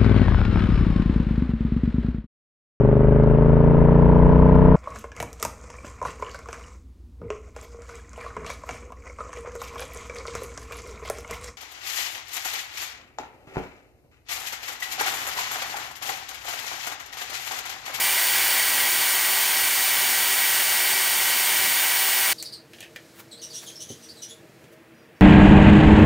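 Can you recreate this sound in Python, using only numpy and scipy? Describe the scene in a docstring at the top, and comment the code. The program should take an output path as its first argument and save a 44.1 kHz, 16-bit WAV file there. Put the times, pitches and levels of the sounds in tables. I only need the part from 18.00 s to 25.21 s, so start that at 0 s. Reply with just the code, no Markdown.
"""At a mortar bucket, an electric drill spins a paddle flat out: the motor whines, gears rattle,
cooling air hisses and the thin mortar churns. An abrupt cut leads to a quiet room with a humming fan.
Someone carries the bucket in over a wooden floor: its wire handle clacks on the plastic, shoes scuff
and thud, clothes swish. High chirps, likely a small bird, and a few faint squeaks echo off the walls."""
import sys
import numpy as np
from scipy import signal
from scipy.fft import rfft, irfft
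from scipy.io import wavfile

SR = 44100
rng = np.random.default_rng(int(sys.argv[2]) if len(sys.argv) > 2 else 0)


def wav_out(sig):
    """Save sig, one row per channel (or a flat mono array), as 16-bit PCM at SR to the path in sys.argv[1]."""
    wavfile.write(sys.argv[1], SR, np.round(np.clip(np.atleast_2d(sig).T, -1, 1) * 32767).astype(np.int16))


N = 317958
T = np.arange(N) / SR
CUT_S = 4.33


def gain_of(db):
    """Decibels to amplitude."""
    return 10 ** (np.asarray(db) / 20)


def unit_rms(x):
    """Scales to rms 1."""
    return x / np.sqrt(np.mean(x ** 2) + 1e-20)


def curve_at(points, hz):
    """Interpolates on a log-frequency axis."""
    f, value = np.transpose(points)
    return np.interp(np.log(hz + 1), np.log(f), value)


def add(mix, start_s, sound):
    """Mixes a sound in at start_s."""
    part = mix[max(round(start_s * SR), 0):][:len(sound)]
    part += sound[:len(part)]


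def coloured(x, spectrum):
    """Filters x by a spectrum; output rms 1."""
    hz = np.fft.rfftfreq(len(x), 1 / SR)
    return unit_rms(irfft(rfft(x) * gain_of(curve_at(spectrum, hz)), len(x)))


def wander(hz, size=N):
    """Smooth random drift up to about hz; rms 1."""
    lowpass = np.exp(-(np.fft.rfftfreq(size, 1 / SR) / hz) ** 2)
    return unit_rms(irfft(rfft(rng.standard_normal(size)) * lowpass, size))


def resonances(x, table):
    """Steep parallel resonances, each at its own rms level."""
    f, spectrum = np.fft.rfftfreq(N, 1 / SR), rfft(x)
    return sum(gain_of(db) * unit_rms(irfft(spectrum / (1 + 1j * (f - hz) / width) ** 2, N))
               for hz, width, db in table)


def swells(table):
    """Envelope of summed Gaussian swells."""
    return sum(gain_of(db) * np.exp(-((T - s) / half_s) ** 2 / 2) for s, half_s, db in table)


def motor_speed(free_hz=389.5, loaded_hz=384.72, grip_s=0.15, sag_s=0.24, sway_hz=0.3476, jostle_hz=0.16):
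    """Shaft speed sags as the mortar grips, sways with the drag and is jostled by lumps."""
    unloaded = np.exp(-np.maximum(T - grip_s, 0) / sag_s)
    return loaded_hz + (free_hz - loaded_hz) * unloaded + sway_hz * wander(1.254) + jostle_hz * wander(25)


# shaft tones; 12 and 24 are commutator bars, 39 the top whine: (order [x shaft speed], rms level [dB])
SHAFT_TONES = [(1, -51.5), (2, -45), (3, -48.5), (4, -43.5), (5, -35.5), (6, -38.5), (9, -47.5), (12, -41),
               (14, -45), (18, -48), (20, -55), (21, -54), (22, -42), (23, -46.5), (24, -39), (25, -42),
               (26, -49), (28, -55), (33, -53), (38, -48), (39, -31.5)]
# gear mesh tones: (order [x shaft speed], rms level [dB])
MESH_TONES = [(5.6, -58), (7.75, -53), (38.7, -50), (39.3, -50)]
# scatter by rotor shake: (order [x shaft speed], depth [ratio])
ROTOR_SCATTER = [(1, 0.091), (2, 0.25), (5, 0.39), (24, .3), (39, .15)]


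def motor_whine(turns, sway=0.14):
    """Tones sway as the drill moves in the hands and scatter as the rotor shakes in its bearings."""
    out = np.zeros(N)
    for order, db in SHAFT_TONES + MESH_TONES:
        carrier = np.exp(2j * np.pi * (order * turns + rng.random()))
        scatter = np.interp(order, *np.transpose(ROTOR_SCATTER))
        strength = 1 + sway * wander(5.2) + scatter * (wander(37) + 1j * wander(37))
        out += gain_of(db) * unit_rms((strength * carrier).real)
    return out


# gear and bearing rattle: (frequency [Hz], relative level [dB])
RATTLE_SPECTRUM = [(150, -42), (300, -13), (480, -11), (620, -4.5), (800, -5.5), (1050, -3.5), (1230, -3.5),
                   (1600, 2.5), (2100, -0.5), (2520, -1.5), (2950, 1), (3900, -3.5), (6000, -17),
                   (12000, -9.5)]
# gear case ringing: (frequency [Hz], width [Hz], rms level [dB])
CASE_MODES = [(2155, 180, -40.5), (2310, 310, -45), (2946, 400, -43), (3640, 8.3, -49), (916, 182, -45),
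              (4490, 190, -41.5)]


def gears(turns, knock=0.044, beat=0.043, gear_ratio=0.4, rattle_db=-25.5):
    """Teeth rattle, pulsing with each turn of the motor and of the slower gear, and ring the case."""
    load = 1 + knock * np.cos(2 * np.pi * turns) + beat * np.cos(2 * np.pi * gear_ratio * turns)
    impacts = rng.standard_normal(N) * load * gain_of(0.93 * wander(310) + 0.33 * wander(4))
    return gain_of(rattle_db) * coloured(impacts, RATTLE_SPECTRUM) + resonances(impacts, CASE_MODES)


# cooling air and brush fizz: (frequency [Hz], relative level [dB])
FIZZ_SPECTRUM = [(1000, -25.5), (4200, -4), (5200, -3), (7000, -2), (7600, -5.5), (8500, 1.5), (9400, -0.5),
                 (10000, -7), (10500, -10.5), (11200, -1.5), (12400, -3.5), (13600, -1), (15000, -0.5),
                 (15900, -6)]


def air_and_brushes(turns, pulse_depth=0.03, fizz_db=-23.5, sparks_per_s=120, spark_size=2.0):
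    """Cooling air hisses, pulsing faintly with the shaft; the brushes add tiny sparks."""
    pulse = 1 + pulse_depth * np.cos(2 * np.pi * turns)
    air = rng.standard_normal(N) * pulse * gain_of(0.54 * wander(900) + 0.25 * wander(25))
    sparks = spark_size * rng.standard_normal(N) * (rng.random(N) < sparks_per_s / SR)
    return gain_of(fizz_db) * coloured(air + sparks, FIZZ_SPECTRUM)


# churning mortar: (frequency [Hz], relative level [dB])
CHURN_SPECTRUM = [(20, -28), (35, -45), (50, -6), (75, 1), (110, -5), (150, -8), (220, -1), (400, -1.5),
                  (1000, -22), (4000, -60)]


def paddle(churn_db=-52, lumps_db=2.0):
    """The paddle churns the mortar; lumps make the level waver."""
    return gain_of(churn_db + lumps_db * wander(7.1)) * coloured(rng.standard_normal(N), CHURN_SPECTRUM)


def drill():
    """One shaft drives whine, gears and cooling air over the paddle's churn."""
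    turns = np.cumsum(motor_speed()) / SR
    return motor_whine(turns) + gears(turns) + air_and_brushes(turns) + paddle()


# fan rumble: (frequency [Hz], relative level [dB])
FAN_SPECTRUM = [(20, -40), (45, -22), (85, 3), (140, 8), (280, 1.5), (400, 1.5), (600, 1), (750, -3.5),
                (1100, -8), (4000, -23.5)]
# duct resonances: (frequency [Hz], width [Hz], rms level [dB])
DUCT_MODES = [(176, 11, -78), (234, 5.3, -69.5), (331.8, 16, -59.5), (463.4, 16, -62), (629, 10, -64)]
# moving air: (frequency [Hz], relative level [dB])
WASH_SPECTRUM = [(300, -40), (800, -12), (1200, 1), (1800, 5), (2600, 1), (3800, -9.5), (8000, -30.5)]


def room_fan(since_cut_s, rumble_db=-55, wash_db=-62, rise_db_per_s=1.17):
    """A fan hums in its duct under a slowly growing wash of air."""
    rumble, duct, wash = rng.standard_normal((3, N))
    hum = gain_of(rumble_db) * coloured(rumble, FAN_SPECTRUM) + resonances(duct, DUCT_MODES)
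    return hum + gain_of(wash_db + rise_db_per_s * since_cut_s) * coloured(wash, WASH_SPECTRUM)


# room and cloth hiss: (frequency [Hz], relative level [dB])
HISS_SPECTRUM = [(1000, -22), (4000, 7), (7000, 4), (9800, -1), (12000, -0.5), (15800, -10)]
# clothes swishing: (time [s], half length [s], level [dB])
CLOTH_SWISHES = [(4.78, 0.046, -60), (5.08, 0.2, -59.5), (5.62, 0.11, -49), (6.05, 0.19, -55),
                 (6.58, 0.17, -66.5)]


def hiss_and_clothes(since_cut_s, floor_db=-77, tail_db=-47, fall_db_per_s=80):
    """A hiss dies away to the room's noise floor; clothes swish with each stride."""
    level = gain_of(floor_db) + gain_of(tail_db - fall_db_per_s * since_cut_s) + swells(CLOTH_SWISHES)
    return level * coloured(rng.standard_normal(N), HISS_SPECTRUM)


# scuffs: (time [s], half length [s], level [dB])
SHOE_SCUFFS = [(4.356, 0.0081, -60), (5.175, .02, -52), (5.202, 0.0087, -42.5), (5.637, 0.011, -44.5),
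               (6.636, 0.011, -63), (6.732, 0.01, -56)]
# scuff noise: (frequency [Hz], relative level [dB])
SCUFF_SPECTRUM = [(200, -11), (800, 2), (1300, 4.5), (2200, 1.5), (5000, -4.5), (9000, -4), (15000, -2)]


def scuffs():
    """Shoes and trousers rub in short bursts."""
    return swells(SHOE_SCUFFS) * coloured(rng.standard_normal(N), SCUFF_SPECTRUM)


# chirps: (time [s], length [s], middle pitch [Hz], glide [octaves], level [dB])
BIRD_CHIRPS = [(4.378, .032, 4600, -0.069, -34), (4.443, 0.034, 4700, -0.19, -35),
               (4.518, 0.032, 4540, -0.11, -34.5), (5.308, 0.029, 4050, -0.33, -40.5),
               (5.365, 0.042, 4400, 0.2, -47), (5.411, 0.038, 2910, -0.21, -36),
               (5.497, 0.034, 4490, -0.16, -41), (5.527, 0.044, 2875, -0.18, -35.5),
               (5.558, 0.04, 3300, 0.31, -41), (5.659, .04, 3195, -0.12, -38.5),
               (5.754, 0.016, 5370, 0.13, -38.5), (5.795, 0.041, 3066, .3, -36.5),
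               (5.881, .048, 3060, 0.154, -38.5), (6.021, 0.033, 2870, -.1, -45),
               (6.085, 0.025, 4650, 0.18, -40), (6.154, 0.048, 4100, -.18, -48),
               (6.216, 0.027, 2933, -0.12, -35), (6.282, .046, 3390, 0.19, -42.5)]
# beak filter: (frequency [Hz], gain [dB])
BEAK_RESPONSE = [(1800, -35), (2800, -6), (3600, 5.5), (4700, 0.5), (5900, 2.5), (7000, -4.5), (8200, -1.5),
                 (9300, -16.5), (10400, 1.5), (11300, -18), (14000, -17), (17000, -26)]


def bird(warble=0.047, flutter_hz=700, shimmer=0.61, husk_db=-9.5, scoop_octaves=0.199):
    """Gliding, husky notes filtered by the beak; low ones scoop, high ones are thinner and raspier."""
    out = np.zeros(N)
    for start_s, length_s, pitch_hz, glide_octaves, db in BIRD_CHIRPS:
        n = int(length_s * SR)
        octaves_up = np.log2(pitch_hz / 3200)
        overtones_db = 6.5 - 18.5 * octaves_up
        rasp = 0.57 + 0.4 * octaves_up
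        along = np.linspace(-1, 1, n)
        bend_octaves = glide_octaves * along / 2 + scoop_octaves * (pitch_hz < 3700) * along ** 2
        hz = pitch_hz * 2 ** bend_octaves * (1 + warble * rasp * wander(flutter_hz, n))
        phase = 2 * np.pi * np.cumsum(hz) / SR
        tone = np.zeros(n)
        for k in range(1, 6):
            harmonic_db = curve_at(BEAK_RESPONSE, k * hz) + overtones_db * (k > 1)
            tone += gain_of(harmonic_db) * (k * hz < SR / 2) * np.sin(k * phase)
        husk = gain_of(husk_db + overtones_db) * rasp * coloured(rng.standard_normal(n), BEAK_RESPONSE)
        note = (unit_rms(tone) + husk) * (1 + shimmer * rasp * wander(flutter_hz, n))
        add(out, start_s, gain_of(db) * unit_rms(note) * signal.windows.tukey(n, 0.55))
    return out


# handle strikes: (time [s], body level [dB], body decay [s], spot ring [Hz], tick level [dB])
HANDLE_CLACKS = [(4.426, -35.5, 0.0054, 2130, -20.5), (4.734, -43, .014, 2820, -43),
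                 (4.785, -46, .0086, 2800, -57), (4.806, -39, .013, 2800, -32),
                 (4.827, -37.5, 0.017, 2400, -52), (4.961, -29.5, .005, 1720, -51),
                 (5.622, -47, .007, 2300, -56), (5.702, -41, .0037, 3200, -50),
                 (6.641, -50, .008, 1500, -62)]
# plastic wall's dense, damped modes: (frequency [Hz], relative level [dB])
WALL_SPECTRUM = [(200, -22), (700, -2), (1300, -24), (1720, 1), (2050, -7), (2400, -3), (3000, -4.5),
                 (3800, -8), (6000, -13), (12000, -22)]
# bare wire: (frequency [Hz], relative level [dB])
WIRE_SPECTRUM = [(700, -29), (2500, -7), (7000, 10), (15000, 5)]


def bucket_clacks(tick_s=0.0018, ring_db=7.0, ring_spread=1.7):
    """The wire handle ticks against the plastic bucket, which answers with a dry, hollow clack."""
    out, t = np.zeros(N), np.arange(SR // 8) / SR
    for start_s, body_db, decay_s, ring_hz, tick_db in HANDLE_CLACKS:
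        body, tick = rng.standard_normal((2, len(t)))
        spot = [(ring_hz / ring_spread, 0), (ring_hz, ring_db), (ring_hz * ring_spread, 0)]
        wall = coloured(coloured(body, WALL_SPECTRUM), spot)
        add(out, start_s, gain_of(body_db) * np.exp(-t / decay_s) * wall)
        add(out, start_s, gain_of(tick_db) * np.exp(-t / tick_s) * coloured(tick, WIRE_SPECTRUM))
    return out


# footfalls: (time [s], level [dB])
FOOTFALLS = [(5.626, -51), (5.662, -51), (5.903, -31), (5.921, -42), (6.41, -53), (6.454, -47),
             (6.493, -45), (6.639, -43)]
# floorboard modes: (frequency [Hz], relative level [dB], t60 [s])
BOARD_MODES = [(95, -4, 0.11), (151, 6, 0.078), (232, 3, .08), (303, -3, 0.18), (412, 6.5, 0.057),
               (552, -2, 0.06), (755, -9, 0.055)]
# boards' weak bass radiation: (frequency [Hz], gain [dB])
BOARD_RADIATION = [(30, -30), (60, -14), (110, 0)]


def footsteps(detune=0.062):
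    """Shoes thud on the boards; each spot rings a little differently."""
    thuds, t = np.zeros(N), np.arange(SR // 4) / SR
    for start_s, step_db in FOOTFALLS:
        ring = np.zeros(len(t))
        for hz, db, t60_s in BOARD_MODES:
            envelope = gain_of(db - 60 * t / t60_s) * rng.choice([-1, 1])
            spot_hz = hz * (1 + detune * rng.standard_normal())
            ring += envelope * np.sin(2 * np.pi * spot_hz * t)
        add(thuds, start_s, gain_of(step_db) * ring / np.sqrt(len(BOARD_MODES)))
    return thuds.std() * coloured(thuds, BOARD_RADIATION)


# squeaks: (time [s], length [s], start pitch [Hz], end pitch [Hz], level [dB])
FAINT_SQUEAKS = [(6.935, 0.079, 830, 818, -64.5), (7.008, .055, 805, 775, -67),
                 (7.145, 0.071, 770, 800, -65)]
# their thin colour: (frequency [Hz], gain [dB])
SQUEAK_RESPONSE = [(3500, -25), (4900, 5), (5600, 0), (6500, -6), (7500, -22)]


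def squeaks():
    """Faint glides of which only harmonics 5 to 9 carry."""
    out = np.zeros(N)
    for start_s, length_s, start_hz, end_hz, db in FAINT_SQUEAKS:
        hz = np.geomspace(start_hz, end_hz, int(length_s * SR))
        phase = 2 * np.pi * np.cumsum(hz) / SR
        note = sum(gain_of(curve_at(SQUEAK_RESPONSE, k * hz)) * np.sin(k * phase) for k in range(5, 10))
        add(out, start_s, gain_of(db) * unit_rms(note) * signal.windows.tukey(len(hz), 0.5))
    return out


# room decay: (frequency [Hz], t60 [s])
ROOM_DECAY = [(150, 0.24), (1000, 0.33), (4500, 0.22), (10000, 0.18), (16000, 0.17)]


def room_echo(x, wet_db):
    """Direct sound plus dense wall reflections, treble dying first; total power is kept."""
    n = SR // 2
    taps = rng.standard_normal(n) * (rng.random(n) < 0.1) * (np.arange(n) > 130)  # 3 ms pre-delay
    hz, t, spectra = signal.stft(taps, SR, nperseg=256)
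    decay = gain_of(-60 * t / curve_at(ROOM_DECAY, hz)[:, None])
    tail = signal.istft(spectra * decay, SR, nperseg=256)[1]
    reflections = signal.fftconvolve(x, tail / np.linalg.norm(tail))[:N]
    wet = gain_of(wet_db)
    return (x + wet * reflections) / np.hypot(1, wet)


def scene():
    """The drill, then a cut to the quiet room; both channels alike."""
    since_cut_s = np.maximum(T - CUT_S, 0)
    room = room_echo(bird() + squeaks(), wet_db=3)
    room += room_fan(since_cut_s) + hiss_and_clothes(since_cut_s)
    room += room_echo(bucket_clacks(), wet_db=-5.5)
    room += room_echo(footsteps() + scuffs(), wet_db=-9)
    cut = np.minimum(since_cut_s * 1000, 1)  # 1 ms crossfade
    return np.tile((1 - cut) * drill() + cut * room, (2, 1))


def record(dry, low_hz=42, high_hz=15790):
    """The microphone drops the deepest bass; a steep low-pass limits the band."""
    highpass = signal.butter(3, low_hz, "high", fs=SR, output="sos")
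    lowpass = signal.firwin(1535, high_hz, window=("kaiser", 9), fs=SR)
    return signal.oaconvolve(signal.sosfilt(highpass, dry), lowpass[None], "same")


dry = scene()
out = record(dry)
wav_out(out)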